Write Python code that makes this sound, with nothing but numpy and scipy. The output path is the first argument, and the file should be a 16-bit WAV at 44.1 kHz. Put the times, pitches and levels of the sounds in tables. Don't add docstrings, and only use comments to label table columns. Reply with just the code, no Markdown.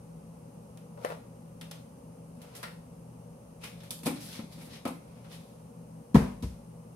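import sys
import numpy as np
from scipy import signal
from scipy.fft import rfft, irfft, next_fast_len
from scipy.io import wavfile
from scipy.ndimage import uniform_filter1d

SR = 44100
rng = np.random.default_rng(int(sys.argv[2]) if len(sys.argv) > 2 else 0)


def unload_wav(signal):
    wavfile.write(
        sys.argv[1],
        SR,
        np.round(np.clip(np.atleast_2d(signal).T, -1, 1) * 32767).astype(np.int16),
    )


N = 306495
TIME = np.arange(N) / SR
AGE = TIME[:SR * 7 // 10]

# (time [s],
# thud [dB], thud pitch [Hz], ring of counter and tub [dB], deep shudder [dB], # clatter [dB], crack [dB])
THUMPS = [(6.1444, -12, 223.7, -20, -23, -31, -44.5), (6.152, -30.5, 388, -35.5, -30, -25, -47),
          (6.1621, -17.5, 184, -39, -33, -37.5, -54), (6.4239, -35.5, 228, -43.5, -44, -58, -52),
          (6.434, -38, 154, -52, -30.5, -52, -62)]
# (time [s], level [dB], softness [dB], then above the level:
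# wall ring [dB], lid ring [dB], boom [dB]; boom pitch [Hz])
LID_PRESSES = [(3.91, -43, -4, -9, -25, -7, 219), (4.0325, -43, 1, -14, -18, -3, 235),
               (4.0586, -36.5, -3, 2, -13, 0.5, 185), (4.065, -27, 3.5, -5.5, -14.5, -8.5, 245),
               (4.0734, -34, 24, -6, -13, 2, 273), (4.101, -44, 16, -12, -11, 2, 299),
               (4.3903, -39, 17, -7.5, -19, 0, 220), (4.5785, -48.5, 25, -8, -23, 3, 205),
               (4.672, -47.5, 22, -10, -31, -3, 239), (4.8527, -29, 13, -2, -12, -4, 257),
               (4.876, -42.5, -0.5, -5, -4, -7, 260)]
# (time [s], level [dB], softness [dB], dent above the level [dB])
WALL_KNOCKS = [(0.9742, -40, 17, -17.5), (1.0474, -39, -7.5, 7), (1.059, -44, 2, -4), (1.1023, -39, 6, -5),
               (1.1085, -45, 3, -2), (1.1215, -45, 1, 1)]
# (time [s], level [dB], sharpness [dB],
# rim pitch [Hz], tick above the level [dB])
RIM_CLICKS = [(0.7733, -54.5, -6, 2640, -9.5), (1.6118, -40, -4.5, 2940, -16.5),
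              (1.7117, -40.5, -17, 3450, -14), (1.7152, -50, -11, 4400, -6), (2.4168, -51, 4, 2860, -13),
              (2.5501, -45.5, 6.5, 1830, -23), (2.5617, -56, 18, 3960, -10), (2.6295, -31, -17, 1430, -22),
              (2.634, -34.5, -9, 1920, -18), (3.6146, -55, -6, 2500, -18), (3.6374, -35.5, -1, 2700, -28),
              (3.804, -49.5, -11, 3630, -21.5), (3.834, -49, 2.5, 2280, -18),
              (3.9065, -43.5, 11.5, 3960, 1.5), (3.9902, -65.5, -2, 2820, 6), (4.287, -50, 4, 4200, -14),
              (4.342, -47, -6, 3670, -15), (4.613, -46.5, 1, 2200, -27), (4.642, -66, -3, 3400, -13),
              (5.245, -49, -12, 1270, -26), (5.314, -48.5, -14, 3630, -31)]
# (peak time [s], length [s], level [dB], rasp above it [dB], rasp pitch [Hz])
HAND_SHIFTS = [(1.033, 0.081, -46, -8.5, 2200), (1.085, 0.063, -43, -18, 2700),
               (1.118, 0.038, -47, -3.5, 2700), (2.465, 0.15, -52.5, -7, 2400),
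               (2.58, 0.15, -52, -1.5, 2840), (5.14, 0.25, -62, -2.5, 2400), (5.275, 0.1, -68, 6, 2230)]
# (peak time [s], length [s], level [dB], rasp above it [dB], rasp pitch [Hz])
RIM_STROKES = [(3.652, 0.058, -49, 7, 2560), (3.833, 0.13, -61, 5, 3600), (4.059, 0.015, -40.5, 2, 3580),
               (4.17, 0.084, -58, 8, 3800), (4.232, 0.072, -47, -2, 5230), (4.262, .06, -47.5, -6.5, 4640),
               (4.325, 0.077, -46.5, 4.5, 4130), (4.357, 0.018, -53, 8, 5000),
               (4.38, 0.046, -54, 7.5, 3560), (4.548, 0.088, -55, 2, 4300), (4.605, 0.04, -55, 1, 2400),
               (4.645, 0.065, -51.5, -9, 3400), (4.724, 0.053, -53, 8.5, 3870),
               (4.76, 0.04, -53.5, 7.5, 3600), (5.338, 0.063, -53, 4, 3380), (5.42, 0.34, -66, 0.5, 3600)]

# (frequency [Hz], level
# [dB], t60 [s])
COUNTER = [(140, -1.5, 0.3), (194.8, -2.5, 0.44), (247, -10, 0.18), (291.4, -6, 0.19), (378.6, -6.5, 0.14),
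           (465.2, -6, 0.22), (617, -9, 0.083), (990, -1, 0.056), (1270, -9, 0.058)]
# (frequency [Hz], level [dB], t60 [s])
CABINET = [(52.9, 1, 0.71), (65.4, 16, 0.23), (86.5, 17, 0.1), (107, 5, 0.08)]
# (frequency [Hz], level [dB], t60 [s])
HOLLOW = [(175.6, -12.5, 0.076), (254, 4, 0.036), (319, -10.5, 0.048)]
# (frequency [Hz], level [dB], t60 [s])
WALLS = [(473, -3.5, 0.1), (569, 6, 0.055), (702, -5.5, 0.046), (807, 5, 0.082), (956, 5, 0.07),
         (1244, -13, 0.057)]
# (frequency [Hz], level [dB], t60 [s])
DENT = [(503, 0, 0.042), (571, 0.5, 0.041), (1020, 3.5, 0.017), (1840, -1.5, 0.014), (2660, -13.5, 0.024),
        (2980, -20, 0.023)]
# (frequency [Hz], level [dB], t60 [s])
LID = [(563, 0, 0.06), (679, -2.5, 0.04), (774, 0, 0.044), (897, -5, 0.066), (1038, -0.5, 0.068),
       (1108, -11, 0.05), (1277, -6, 0.064)]
# (frequency [Hz], level [dB], t60 [s])
RIM = [(2015, -7, 0.066), (3160, -7.5, 0.08), (3580, 2, 0.031), (4070, -5, 0.03), (5220, 7.5, 0.03),
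       (6250, 5, 0.039)]

# (frequency [Hz], density [dB per Hz])
RUMBLE = [(250, -41), (500, -1), (1000, -14), (1400, -12.5), (2200, -49)]
# (frequency [Hz], density [dB per Hz])
CLACK = [(500, 2.5), (1300, 5.5), (2100, 5), (3200, 2), (5500, -4), (7500, -41), (11000, -24)]
# (frequency [Hz], density [dB per Hz])
SNAP = [(2000, -16.5), (3500, 2.5), (7200, -4), (8600, 0), (10500, 1.5), (12500, -0.5), (15500, -13.5)]
# (frequency [Hz], density [dB per Hz])
CLATTER = [(200, 2), (450, 2), (720, -2), (980, -2), (1400, -10), (2200, -12), (3500, -23.5), (7000, -39)]
# (frequency [Hz], density [dB per Hz])
CRACK = [(1200, 8), (2600, 11.5), (5500, 11), (7300, 4.5), (10000, 7), (12500, 5.5), (15500, -22)]
# (frequency [Hz], density [dB per Hz])
RASP = [(800, 1.5), (1500, -1), (2300, 3.5), (3700, 0), (5500, -0.5), (7500, -12), (11000, -31)]
# (frequency [Hz], amplitude before the waver [dB])
HUM = [(119.2, -56.5), (165.8, -50.5), (478, -64.5), (563, -66)]
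# (frequency [Hz], density [dB per Hz])
FAN = [(25, -8), (45, -13), (66, -4), (95, -8.5), (160, 0.5), (245, 0.5), (315, -14), (400, -11),
       (520, -4.5), (660, -14.5), (830, -13.5), (1200, -20), (1700, -33), (3000, -47.5)]
# (frequency [Hz], density [dB per Hz])
HISS = [(1060, -33), (1800, -3), (2800, 2), (3510, -7), (4510, -4), (6410, -1), (7610, -6.5), (8320, 1),
        (9280, 1), (11100, 0), (14600, -12.5), (15500, -32)]
# (frequency [Hz], correlation [-1 to 1])
CORRELATION = [(100, 1), (250, 1), (500, 0.17), (1000, 0.2), (2500, 0.0014), (10000, 0.029)]

MODE_VARY_DB = 1.5
THUD_T60_S, THUD_RISE_S = 0.034, 0.0091
PRESS_CLACK_DB, PRESS_SNAP_DB, PRESS_TICK_DB = -1.5, -10.5, -2.5
PRESS_WALL_HZ, PRESS_RIM_HZ = 585, 2460
SOFT_CLACK_SHARE = 0.16
KNOCK_CLACK_DB, KNOCK_SNAP_DB, KNOCK_TICK_DB = -3, -24.5, -20
KNOCK_WALL_HZ, KNOCK_RIM_HZ = 573, 1940
KNOCK_TILT_DB = 8
SOFT_TILT_PER_OCTAVE = 1
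SOFT_RUMBLE_SHARE = 0.49
POP_ROOM_SHARE = 0.3
CLICK_SNAP_DB, CLICK_WALL_DB, CLICK_WALL_HZ = -14.5, -18, 604
RIM_RING_DB = -18
RIM_FOCUS_DB_PER_OCTAVE = 15
SHIFT_HISS_DB, STROKE_RUMBLE_DB = -14, -25
SWELL_SHARE = 0.5
SLIPS_PER_S, SLIP_SPREAD_DB = 900, 2.5
SLIP_SHARE = 0.3
JUDDER_DB, JUDDERS_PER_S = 2, 70
HUM_WAVER, HUM_WAVERS_PER_S = 0.45, 16
HISS_DB = -68.5
KITCHEN_T60_S = 0.4
CUTOFF_HZ = 15700


def thumps():
    wood, plastic = np.zeros((2, 2, N))
    for s, thud_db, thud_hz, ring_db, shudder_db, clatter_db, crack_db in THUMPS:
        tone = np.sin(2 * np.pi * thud_hz * AGE)
        thud = blow_one(tone * dying(THUD_T60_S) * swelling(THUD_RISE_S))
        counter = ring(COUNTER, rise_s=0.008, vary_db=MODE_VARY_DB)
        cabinet = ring(CABINET, rise_s=0.005, vary_db=MODE_VARY_DB)
        add(wood, s, from_db(thud_db) * thud + from_db(ring_db) * counter + from_db(shudder_db) * cabinet)

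        clatter = burst(CLATTER, t60=0.058, rise_s=0.0036, peak_hz=980, peak_db=3)
        clatter_wash = from_db(-6.5) * burst(CLATTER, t60=0.43, rise_s=0.0091, size=len(AGE))
        crack = burst(CRACK, t60=0.12, rise_s=0.00054)
        crack_wash = from_db(-4.5) * burst(CRACK, t60=0.48, rise_s=0.0094, size=len(AGE))
        add(plastic, s, from_db(clatter_db) * (clatter + clatter_wash))
        add(plastic, s, from_db(crack_db) * (crack + crack_wash))
    wood = wood + from_db(-13.0) * kitchen(wood, gap_s=0.0236)
    return placed(wood, pan_db=2.0) + placed(plastic, pan_db=2.5)


def lid_presses():
    shell, air = np.zeros((2, 2, N))
    for s, db, soft_db, wall_db, lid_db, boom_db, boom_hz in LID_PRESSES:
        clack_db = db + PRESS_CLACK_DB - SOFT_CLACK_SHARE * soft_db
        snap_db = db + PRESS_SNAP_DB - soft_db
        add(shell, s, plastic_blow(clack_db, snap_db, db + wall_db, PRESS_WALL_HZ, PRESS_RIM_HZ,
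                                   tilt_db=-5.0, rumble_db=4.0, rumble_t60=0.17))
        lid = ring(LID, rise_s=0.0023, vary_db=MODE_VARY_DB)
        add(shell, s, from_db(db + lid_db) * lid + from_db(snap_db + PRESS_TICK_DB) * tick())

        transpose = boom_hz / HOLLOW[1][0]
        modes = [(hz * transpose, mode_db, t60) for hz, mode_db, t60 in HOLLOW]
        add(air, s, from_db(db + boom_db) * ring(modes, rise_s=0.0049, vary_db=MODE_VARY_DB))
    shell = shell + from_db(-4.0) * kitchen(shell, gap_s=0.0011)
    air = air + from_db(-4.5) * kitchen(air, gap_s=0.0153)
    return placed(shell, pan_db=2.0) + placed(air, pan_db=2.5)


def wall_knocks():
    shell, pops = np.zeros((2, 2, N))
    for s, db, soft_db, dent_db in WALL_KNOCKS:
        edge_db = db - soft_db
        tilt_db = KNOCK_TILT_DB - SOFT_TILT_PER_OCTAVE * soft_db
        rumble_db = 5.0 - SOFT_RUMBLE_SHARE * soft_db
        add(shell, s, plastic_blow(edge_db + KNOCK_CLACK_DB, edge_db + KNOCK_SNAP_DB, db, KNOCK_WALL_HZ,
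                                   KNOCK_RIM_HZ, tilt_db, rumble_db, rumble_t60=0.18))
        dent = ring(DENT, rise_s=0.00049, vary_db=MODE_VARY_DB)
        add(pops, s, from_db(db + dent_db) * dent + from_db(edge_db + KNOCK_TICK_DB) * tick())
    direct = placed(shell + pops, pan_db=5.0, lag_s=0.00036)
    room = kitchen(shell + POP_ROOM_SHARE * pops, gap_s=0.0059)
    return direct + placed(from_db(-4.5) * room, pan_db=1.0)


def rim_clicks():
    out = np.zeros((2, N))
    for s, db, sharp_db, rim_hz, tick_db in RIM_CLICKS:
        snap_db = db + CLICK_SNAP_DB + sharp_db
        add(out, s, plastic_blow(db, snap_db, db + CLICK_WALL_DB, CLICK_WALL_HZ, rim_hz,
                                 tilt_db=3.5, rumble_db=9.0, rumble_t60=0.13))
        modes = []
        for hz, mode_db, t60 in RIM:
            octaves_away = abs(np.log2(hz / rim_hz))
            modes.append((hz, mode_db - RIM_FOCUS_DB_PER_OCTAVE * octaves_away, t60))
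        ring_db = db + RIM_RING_DB + max(mode[1] for mode in modes)
        rim = ring(modes, rise_s=0.00026, vary_db=MODE_VARY_DB)
        add(out, s, from_db(db + tick_db) * tick() + from_db(ring_db) * rim)
    return placed(out + from_db(-3.5) * kitchen(out, gap_s=0.0028), pan_db=2.0)


def plastic_blow(clack_db, snap_db, wall_db, wall_hz, rim_hz, tilt_db, rumble_db, rumble_t60):
    clack = burst(CLACK, t60=0.16, rise_s=0.000056, peak_hz=rim_hz, peak_db=8.5)
    snap = burst(SNAP, t60=0.11, rise_s=0.0022)
    main_hz = WALLS[1][0]
    modes = [(hz * wall_hz / main_hz, db + tilt_db * np.log2(hz / main_hz), t60) for hz, db, t60 in WALLS]
    rumble = burst(RUMBLE, t60=rumble_t60, rise_s=0.00066)
    walls = ring(modes, rise_s=0.0048, vary_db=3) + from_db(rumble_db) * rumble
    return from_db(clack_db - 12.0) * clack + from_db(snap_db) * snap + from_db(wall_db - 11.0) * walls


def tick():
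    return burst(SNAP, t60=0.018, rise_s=0.00026)


def rubs():
    out = np.zeros((2, N))
    for strokes, rumble_db, hiss_db in ((HAND_SHIFTS, 0, SHIFT_HISS_DB), (RIM_STROKES, STROKE_RUMBLE_DB, 0)):
        for s, length_s, db, rasp_db, rasp_hz in strokes:
            rumble = from_db(rumble_db) * noise(RUMBLE, len(AGE))
            hiss = from_db(hiss_db) * noise(SNAP, len(AGE))
            rasp = from_db(rasp_db) * noise(RASP, len(AGE), peak_hz=rasp_hz, peak_db=5)
            add(out, s - AGE.mean(), from_db(db) * stroke(length_s) * (rumble + hiss + rasp))
    sliding = placed(from_db(-7.0) * out, pan_db=3.0)
    return sliding + from_db(-1.5) * kitchen(sliding, gap_s=0.0037)


def stroke(length_s):
    t = AGE - AGE.mean()
    width_s = length_s * np.where(t < 0, SWELL_SHARE, 1 - SWELL_SHARE)
    force = np.exp(-np.minimum((t / width_s) ** 2, 50))
    sizes_db = SLIP_SPREAD_DB * np.minimum(rng.exponential(1, len(AGE)), 4)
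    catches = (rng.random(len(AGE)) < SLIPS_PER_S / SR) * from_db(sizes_db)
    slips = rms_one(signal.fftconvolve(catches, dying(0.0037))[:len(AGE)])
    judder = from_db(JUDDER_DB * drift(JUDDERS_PER_S)[:len(AGE)])
    return force * judder * np.sqrt(1 - SLIP_SHARE + SLIP_SHARE * slips ** 2)


def refrigerator():
    hum = 0
    for hz, db in HUM:
        waver = 1 + HUM_WAVER * (drift(HUM_WAVERS_PER_S) + 1j * drift(HUM_WAVERS_PER_S))
        hum = hum + from_db(db) * np.real(waver * np.exp(2j * np.pi * hz * TIME))
    machine = hum + from_db(-51.5) * noise(FAN, N)
    hiss = from_db(HISS_DB) * noise(HISS, N)
    return placed(machine, pan_db=1.5, lag_s=0.00027) + placed(hiss, pan_db=3.0)


def kitchen(x, gap_s):
    tail = noise([(100, 0), (10000, 0)], len(AGE))
    envelope = dying(KITCHEN_T60_S) * swelling(gap_s)
    for _ in range(4):
        even = irfft(np.exp(1j * np.angle(rfft(tail * envelope))), len(AGE))
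        tail = even / np.sqrt(np.abs(uniform_filter1d(even ** 2, size=128)) + 1e-18)
    response = rms_one(tail * envelope) / np.sqrt(len(AGE))
    return signal.fftconvolve(x, response, axes=1)[:, :N]


def placed(x, pan_db, lag_s=0):
    later = np.interp(TIME - lag_s, TIME, x[1])
    return np.array([x[0], later]) * from_db(np.array([[pan_db], [-pan_db]]) / 2)


def ring(modes, rise_s, vary_db):
    tones = 0
    for hz, db, t60 in modes:
        gain = from_db(db + vary_db * rng.normal())
        tones = tones + gain * dying(t60) * np.sin(2 * np.pi * hz * AGE)
    return blow_one(tones * swelling(rise_s))


def burst(spectrum, t60, rise_s, size=len(AGE) // 3, **resonance):
    crowd = np.pad(noise(spectrum, size, **resonance), ((0, 0), (0, len(AGE) - size)))
    return blow_one(crowd * dying(t60) * swelling(rise_s))


def noise(spectrum, size, peak_hz=1000, peak_db=0):
    n = next_fast_len(size)
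    hz = np.fft.rfftfreq(n, 1 / SR)
    alike = np.clip(at_hz(CORRELATION, hz), -1, 1)
    mid, side = rfft(rng.standard_normal((2, n)))
    both = np.sqrt(1 + alike) * mid + np.sqrt(1 - alike) * np.array([side, -side])
    resonance_db = peak_db / (1 + ((hz / peak_hz - 1) / 0.18) ** 2)
    colour_db = at_hz(spectrum, hz) + resonance_db
    return rms_one(irfft(both * from_db(colour_db), n)[:, :size])


def dying(t60):
    return np.exp(-np.log(1000) * AGE / t60)


def swelling(rise_s):
    return 1 - np.exp(-(AGE / rise_s) ** 2)


def drift(rate):
    slow = signal.resample_poly(rng.standard_normal(int(rate * N / SR) + 8), 8, 1)
    return rms_one(np.interp(TIME * rate * 8, np.arange(len(slow)), slow))


def from_db(db):
    return 10 ** (np.asarray(db) / 20)


def rms_one(x):
    return x / np.sqrt(np.mean(x ** 2) + 1e-20)


def blow_one(x):
    return x / np.sqrt(np.mean(x[..., :SR // 40] ** 2))


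def at_hz(points, hz):
    f, value = np.transpose(points)
    return np.interp(np.log(hz + 1e-9), np.log(f), value)


def add(out, s, sound):
    i = int(s * SR)
    out[:, i:i + sound.shape[-1]] += sound[..., :N - i]


def scene():
    tub = thumps() + lid_presses() + wall_knocks() + rim_clicks() + rubs()
    return tub + refrigerator()


def record(dry):
    port = signal.lfilter(*signal.iirpeak(8800, 2, fs=SR), dry[1])
    heard = np.tanh(np.array([dry[0], dry[1] + from_db(-2.0) * port]))
    thin = signal.sosfilt(signal.butter(4, 42, "high", fs=SR, output="sos"), heard)
    return signal.sosfilt(signal.ellip(10, 0.1, 80, CUTOFF_HZ, fs=SR, output="sos"), thin)


dry = scene()
out = record(dry)
unload_wav(out)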